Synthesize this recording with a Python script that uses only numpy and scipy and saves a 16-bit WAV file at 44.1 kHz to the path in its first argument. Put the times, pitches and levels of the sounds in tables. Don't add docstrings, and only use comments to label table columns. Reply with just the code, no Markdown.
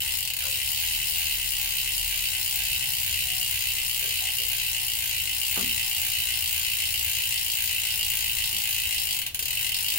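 import sys
import numpy as np
from scipy import signal
from scipy.fft import rfft, irfft
from scipy.io import wavfile
from scipy.ndimage import uniform_filter1d

SR = 44100
rng = np.random.default_rng(int(sys.argv[2]) if len(sys.argv) > 2 else 0)


def file_out(sig):
    cols = np.atleast_2d(sig).T
    lim = np.clip(cols, -1, 1)
    pcm = np.round(lim * 32767).astype(np.int16)
    wavfile.write(sys.argv[1], SR, pcm)


def how_loud(loudness_db):
    steps = np.asarray(loudness_db, float) / 20
    return 10 ** steps


N = 440118

# (time [s], peak level [dB], drone pitch [Hz], spread [s])
VEHICLES = [(0, -53.5, 37, .2), (.95, -41, 38.4, 0.074), (1.5, -46, 40.44, 0.46), (2.0, -38, 43, 0.19),
            (2.64, -43, 45, 0.13), (3.5, -52, 40.3, 0.33), (4.45, -53, 41, 0.31), (6.15, -57, 35.1, 0.33),
            (7.34, -56, 40, .08), (8.3, -50, 45.3, .2), (9.0, -53, 41, 0.14), (9.67, -56, 42.3, 0.24)]
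LULL_DB, LULL_HZ = -60, 40
# (frequency [Hz], level [dB per Hz])
AIR_SPECTRUM = [(12, -40), (20, 1), (48, -7.5), (80, 4), (97, -5), (128, -9.5), (147, -13.5), (175, -19.5),
                (210, -15.5), (247, -23.5), (309, -19), (490, -27.5), (700, -39.5), (910, -49),
                (1540, -120)]
# (frequency [Hz], level [dB per Hz])
HISS_SPECTRUM = [(25, -10.0), (45, -34), (600, -23), (1500, -32.5), (16000, -30)]
# (frequency [Hz], side minus mid [dB])
AIR_WIDTH = [(60, -16), (110, -12), (200, -7.5), (380, -0.5), (700, -2), (1290, 0), (2380, -11), (4400, -2),
             (8120, 0), (15000, 0)]
# (time [s], rise [dB], spread [s])
VENT_GUSTS = [(.4, 2.5, 0.5), (2.7, 1, 0.4), (3.08, 6, .08), (3.56, 6, 0.13), (4.2, 5, .12),
              (4.8, 1.5, 0.12), (5.8, 2.5, 0.37), (7.05, 6, 0.17), (7.6, 3.5, 0.078), (8.3, 0.5, .1),
              (8.8, 4, 0.11)]
AIR_DB, CALM_DB = -46, -1
MAINS_HZ, MAINS_DB = 121.9, -56

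# (time [s], peak level [dB], contact [s])
STOOL_BLOWS = [
    (5.559, -56, .0004),
    (5.576, -31, 0.0016),
    (8.531, -46, 0.0011),
]
# (frequency [Hz], level [dB], decay time T60 [s])
STOOL_MODES = [(195.5, -2, 0.67), (261, -3, 0.26), (390, -2, 0.23), (462, -3, 0.1), (640, -10, 0.074),
               (836, -10, .07), (1152, 3, .06), (2000, -14, .04)]
# (time [s], peak level [dB], centre [Hz], width [Hz], length [s])
SCUFF_EVENTS = [(.43, -48.5, 523, 68, 0.15), (0.424, -48, 1430, 160, 0.066), (.45, -46.5, 920, 550, 0.056),
                (4.2, -47, 780, 150, 0.14), (4.021, -48, 474, 150, 0.11), (4.5, -52, 650, 230, 0.084),
                (4.39, -49, 480, 130, 0.097), (5.558, -36, 950, 1260, 0.068), (5.591, -43, 260, 48, .14),
                (5.577, -48.5, 398, 200, 0.13), (3, -62, 54, 4, 1.3), (2.5, -54, 140, 2.8, 1.2),
                (3.189, -55, 745, 15, 0.44), (9.4, -53, 370, 230, 0.068), (9.921, -49, 590, 790, 0.17)]
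ROOM_T60_S, ROOM_DB = 0.28, -6
PORT_LAG = 18

# (time [s], travel [teeth], spread [s])
CRANK_NUDGES = [(0.034, -0.279, 0.0524), (0.2574, 3.896, 0.0813), (0.3417, 2.969, 0.0471),
                (0.392, -0.687, 0.1035), (0.869, -3.858, 0.1164), (1.1824, -3.692, 0.0941),
                (1.9323, -1.916, 0.108), (1.9865, 2.421, 0.1617), (2.4373, 0.234, 0.0268),
                (5.0286, 1.469, 0.1933), (5.269, 0.871, 0.0564), (5.4942, -0.51, 0.0322),
                (9.228, 1.972, 0.0464), (9.3123, 4.705, 0.0634), (9.4254, 3.757, 0.1048),
                (9.6325, -2.844, 0.0489), (9.6646, 4.654, 0.0788)]
TEETH = 30
START_TEETH, COAST_TEETH_S = -.2185, 67.3316
DRAG_TEETH_S2, EASE_TEETH_S3 = 1.4739, .0248
# (near 2.8 kHz [dB], near 4.5 kHz [dB], above 6 kHz [dB])
PLAIN_TOOTH_DB = (.1, 1.23, 0.45)
# (tooth [index], near 2.8 kHz [dB], near 4.5 kHz [dB])
WORN_TEETH = [(0, 3.5, -3.3), (1, -2, 2), (2, -4, -3.7), (4, 1, -0.3), (5, 2, 1), (6, 1.8, -5),
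              (7, -1.7, 5), (8, -5.5, 1.2), (9, 0.4, 0.1), (10, -6, 4.2), (11, -5.5, -7), (14, -1, 4.5),
              (15, -2.5, 2.5), (18, -0.5, -1), (22, -0.5, 1.5), (23, -4.5, 2.5), (24, 0, 2.5), (29, 4, 2.3)]
# (near 2.8 kHz [dB], near 4.5 kHz [dB], above 6 kHz [dB])
SEATING_DB = (1.4, 1.6, 0.6)
DRIFT_TURNS = 32
# (time [s], level [dB])
BLOW_STRENGTH = [(0, 0.4), (1.2, 0.1), (2.5, 0.9), (5.2, 0.6), (5.6, 1.4), (9.1, 1.4), (9.98, 1.9)]
# (frequency [Hz], level [dB per Hz])
WHEEL_BED = [(320, -100), (550, -41), (670, -37), (749, -8.5), (1370, -22.5), (2060, -6.5), (2270, -8),
             (2770, 2.5), (3510, -8.5), (4280, -7.5), (6160, -8), (9530, -6.5), (11800, -10.5), (14900, -2),
             (15800, -23)]
# (frequency [Hz], width [Hz], level [dB])
WHEEL_MODES = [(735, 35, -14.5), (800, 29, -21), (899, 65, -9), (1171, 21, -18), (1538, 250, -17),
               (1957, 48, -8.5), (2132, 50, -5), (2357, 33, -4), (2480, 58, -12), (2670, 83, -3.5),
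               (2814, 31, -0.5), (3044, 204, -5.5), (3860, 140, -10.5), (4300, 260, -11.5),
               (4930, 210, -14), (7236, 130, -10), (8250, 110, -10), (9520, 460, -10), (10650, 470, -10.5),
               (14770, 400, -7), (15700, 240, -7)]
# (frequency [Hz], left minus right [dB])
PORT_FACING = [(60, 10), (110, 9), (200, 4), (380, -1), (700, -6), (1290, -3.5), (2380, 0.5), (4400, 0.5),
               (8120, 3.0), (15000, 6)]
FRAME_LATE_S, RIM_LATE_S = .0052, 0.00157
RIM_HZ, RIM_WIDTH_HZ, RIM_DB, RIM_SWING_DB, RIM_FACES_TOOTH = 2110, 200, 18.5, 5.5, 1.2
SNAP_S, SNAP_DB = 0.00016, 2.5


def on_log(hz, table):
    points = np.array(table, float)
    return np.interp(np.log(np.maximum(hz, 1)), np.log(points[:, 0]), points[:, 1])


def level(x, db):
    return x * how_loud(db) / np.sqrt(np.mean(x ** 2))


def bell(s, spread):
    return np.exp(-.5 * ((np.arange(N) / SR - s) / spread) ** 2)


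def shaped(gain_db):
    gain = how_loud(gain_db(np.fft.rfftfreq(N, 1 / SR)))
    return irfft(rfft(rng.standard_normal(N)) * gain, N)


def causal(gain):
    cepstrum = irfft(np.log(gain))
    cepstrum[1:len(gain) - 1] *= 2
    cepstrum[len(gain):] = 0
    return irfft(np.exp(rfft(cepstrum)))


def through(x, response):
    return signal.fftconvolve(x, response, axes=-1)[..., :N]


def ports(noise, shared):
    common = noise[..., 2, :]
    both = np.stack([common, np.roll(common, PORT_LAG, axis=-1)], axis=-2)
    return np.sqrt(1 - shared) * noise[..., :2, :] + np.sqrt(shared) * both


def traffic():
    lull = how_loud(LULL_DB) ** 2
    power = [how_loud(db) ** 2 * bell(s, spread) ** 2 for s, db, _, spread in VEHICLES]
    total = lull + sum(power)
    hz = (lull * LULL_HZ + sum(p * row[2] for p, row in zip(power, VEHICLES))) / total
    return hz, np.sqrt(total)


def workshop():
    def air_db(hz):
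        return np.maximum(on_log(hz, AIR_SPECTRUM), on_log(hz, HISS_SPECTRUM))

    mid = shaped(air_db)
    side = shaped(lambda hz: air_db(hz) + np.minimum(on_log(hz, AIR_WIDTH), 0))
    deep = signal.sosfiltfilt(signal.butter(2, [58, 112], "bandpass", fs=SR, output="sos"), mid)
    swell_db = CALM_DB + sum(db * bell(s, spread) for s, db, spread in VENT_GUSTS)
    mid = mid + deep * (how_loud(swell_db) - 1)
    air = level(np.array([mid + side, mid - side]), AIR_DB)
    mains = how_loud(MAINS_DB) * np.sqrt(2) * np.sin(2 * np.pi * MAINS_HZ * np.arange(N) / SR)
    hz, size = traffic()
    flutter = 1 + 0.34 * level(shaped(lambda f: -20 * np.log10(1 + (f / 2.1) ** 2)), 0)
    drone = size * how_loud(1.0) * flutter * np.sin(2 * np.pi * np.cumsum(hz) / SR)
    return air + mains + drone * how_loud(np.array([[-1.5], [1.5]]))


def stool():
    t = np.arange(SR // 2) / SR
    ring = np.zeros(len(t))
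    for hz, db, t60 in STOOL_MODES:
        ring += how_loud(db) * np.sin(2 * np.pi * hz * t) * np.exp(-np.log(1000) * t / t60)
    push = np.zeros((2, N))
    for s, db, contact in STOOL_BLOWS:
        blow = np.hanning(int(contact * SR) + 3)
        at = int(s * SR)
        push[:, at:at + len(blow)] += np.outer(how_loud(db + np.array([-5.0, -3.0])), blow / blow.sum())
    return through(push, ring[None])


def scuffs():
    out = np.zeros((2, N))
    for s, db, hz, width, length in SCUFF_EVENTS:
        size = int(2 * length * SR)
        edges = [max(hz - width / 2, 50), hz + width / 2]
        band = signal.butter(2, edges, "bandpass", fs=SR, output="sos")
        grit = signal.sosfilt(band, rng.standard_normal((2, size)))
        u = np.arange(size) / (length * SR)
        swell = level(grit, db) * 4 * u * np.exp(-4 * u) * np.e
        at = int(s * SR)
        out[:, at:at + size] += swell[:, :N - at]
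    return out


def room_echo():
    t = np.arange(3 * SR // 8) / SR
    decay = np.exp(-np.log(1000) * t / ROOM_T60_S) * (t > .006)
    tail = ports(rng.standard_normal((3, len(t))), 0.23) * decay
    tail = signal.lfilter([1], [1, -.4], tail)
    return tail * how_loud(ROOM_DB) / np.sqrt(np.sum(tail ** 2, axis=1, keepdims=True))


def click_times():
    t = np.arange(N) / SR
    teeth = START_TEETH + COAST_TEETH_S * t - DRAG_TEETH_S2 * t ** 2 / 2 + EASE_TEETH_S3 * t ** 3 / 6
    for s, moved, spread in CRANK_NUDGES:
        teeth = teeth - moved * (1 + np.tanh((t - s) / spread)) / 2
    return np.interp(np.arange(int(teeth[-1]) + 1), teeth, t)


def wear_db(count):
    db = np.tile(np.array(PLAIN_TOOTH_DB, float), (TEETH, 1))
    worn = np.array(WORN_TEETH)
    db[np.round(worn[:, 0]).astype(int), :2] += 1.13 * worn[:, 1:]
    tooth = np.arange(count) % TEETH
    seat = rng.standard_normal((2, TEETH, 3))
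    drift = 2 * np.pi * np.arange(count)[:, None] / (TEETH * DRIFT_TURNS)
    seating = np.cos(drift) * seat[0][tooth] + np.sin(drift) * seat[1][tooth]
    return db[tooth] + np.array(SEATING_DB) * seating


def pawl_envelope(t):
    since = np.maximum(t - 0.0022 * rng.random((TEETH, 3, 1)), 0)
    shape = (1 - np.exp(-since / 0.00049)) * (np.exp(-since / 0.0011) + np.exp(-since / 0.013))
    shape = shape + how_loud(SNAP_DB) * since / SNAP_S * np.exp(-since / SNAP_S)
    return shape.mean(axis=1, keepdims=True)


def rattles(count, t):
    tooth = np.arange(count) % TEETH
    own = rng.standard_normal((TEETH, 3, len(t)))
    fresh = rfft(rng.standard_normal((count, 2, len(t))))
    hz = np.fft.rfftfreq(len(t), 1 / SR)
    middle = 1 / (1 + (hz / 3500.) ** 12)
    top = 1 / (1 + (5600. / (hz + 1)) ** 12)
    related = uniform_filter1d(ports(own, 0.78), size=3, axis=0, mode="wrap")
    rings = rfft(related * np.sqrt(3))
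    signature = np.sqrt(middle) * rings + np.sqrt(1 - middle) * rfft(ports(own, 0.32))
    shape = pawl_envelope(t)
    lobes = uniform_filter1d(rng.standard_normal((TEETH, 2, len(hz))), size=3, axis=0, mode="wrap")
    lobes = uniform_filter1d(lobes, size=30)
    lobes = how_loud((2.26 + 0.73 * top) * lobes / lobes.std())
    power = np.abs(rfft(irfft(signature * lobes, len(t)) * shape).sum(axis=1)) ** 2
    ranges = np.array([middle, np.maximum(1 - middle - top, 0), top])
    core = ranges * np.array([hz > 2300, hz > 0, hz > 0])
    energy = power @ core.T
    range_db = wear_db(count) - 10 * np.log10(energy / energy.mean(axis=0))[tooth]
    wear_gain = how_loud(range_db @ ranges / (1 + (2150.0 / (hz + 1)) ** 8))[:, None]
    low_cut = np.sqrt(1 / (1 + (1630.0 / (hz + 1)) ** 8) + 0.02)
    colour = lobes[tooth] * wear_gain * low_cut
    clicks = signature[tooth] + (0.5 + 0.27 * top) * fresh
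    return irfft(clicks * colour, len(t)) * shape[tooth]


def wheel_body():
    hz = np.linspace(0, SR / 2, 4097)
    power = how_loud(on_log(hz, WHEEL_BED) - 7.0) ** 2
    for centre_hz, width, db in WHEEL_MODES:
        power = power + how_loud(db) ** 2 / (1 + (2 * (hz - centre_hz) / width) ** 2) ** 1.33
    facing_db = on_log(hz, PORT_FACING) / 2
    return np.array([causal(np.sqrt(power) * how_loud(sign * facing_db) + 1e-5) for sign in (1, -1)])


def at_both_ports(response):
    return np.array([response, 0.67 * np.roll(response, PORT_LAG)])


def thud_and_rim(samples, blow, angle):
    swing_db = RIM_SWING_DB * np.cos(angle - 2 * np.pi * RIM_FACES_TOOTH / TEETH)
    frame_strikes, rim_strikes = np.zeros((2, 1, N))
    frame_strikes[0, samples] = blow * (1 + 0.05 * np.sin(angle + 4.9))
    rim_strikes[0, samples] = blow * how_loud(swing_db)
    hz = np.linspace(0, SR / 2, 513)
    thud = causal(how_loud(21.0) / np.sqrt(1 + (hz / 1430.0) ** 6))
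    thud = 0.13 * thud + np.roll(thud, int(FRAME_LATE_S * SR))
    rim = causal(how_loud(RIM_DB) / (1 + (2 * (hz - RIM_HZ) / RIM_WIDTH_HZ) ** 4))
    rim = np.roll(rim, int(RIM_LATE_S * SR))
    return through(frame_strikes, at_both_ports(thud)) + through(rim_strikes, at_both_ports(rim))


def ratchet():
    times = click_times() + .0001
    angle = 2 * np.pi * np.arange(len(times)) / TEETH
    times = times + .00012 * np.sin(angle + 1.2) + .00003 * rng.standard_normal(len(times))
    samples = (times * SR).astype(int)
    t = np.arange(3072) / SR
    blow = how_loud(np.interp(times, *np.transpose(BLOW_STRENGTH)))
    buzz = np.zeros((2, N + len(t)))
    for at, size, rattle in zip(samples, blow, rattles(len(times), t)):
        buzz[:, at:at + len(t)] += size * rattle
    knock = thud_and_rim(samples, blow, angle)
    return level(through(buzz[:, :N] + knock, wheel_body()), -27.5)


def scene():
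    wheel = ratchet()
    blows = stool() + scuffs()
    echo = through(wheel + how_loud(-7.0) * blows, room_echo())
    return wheel + blows + echo + workshop()


def band_limit(x):
    return signal.sosfilt(signal.butter(12, 16850, fs=SR, output="sos"), x)


def record(dry):
    top_cut = signal.ellip(10, .3, 70, 15850, fs=SR, output="sos")
    return band_limit(signal.sosfilt(top_cut, dry))


dry = scene()
out = record(dry)
file_out(out)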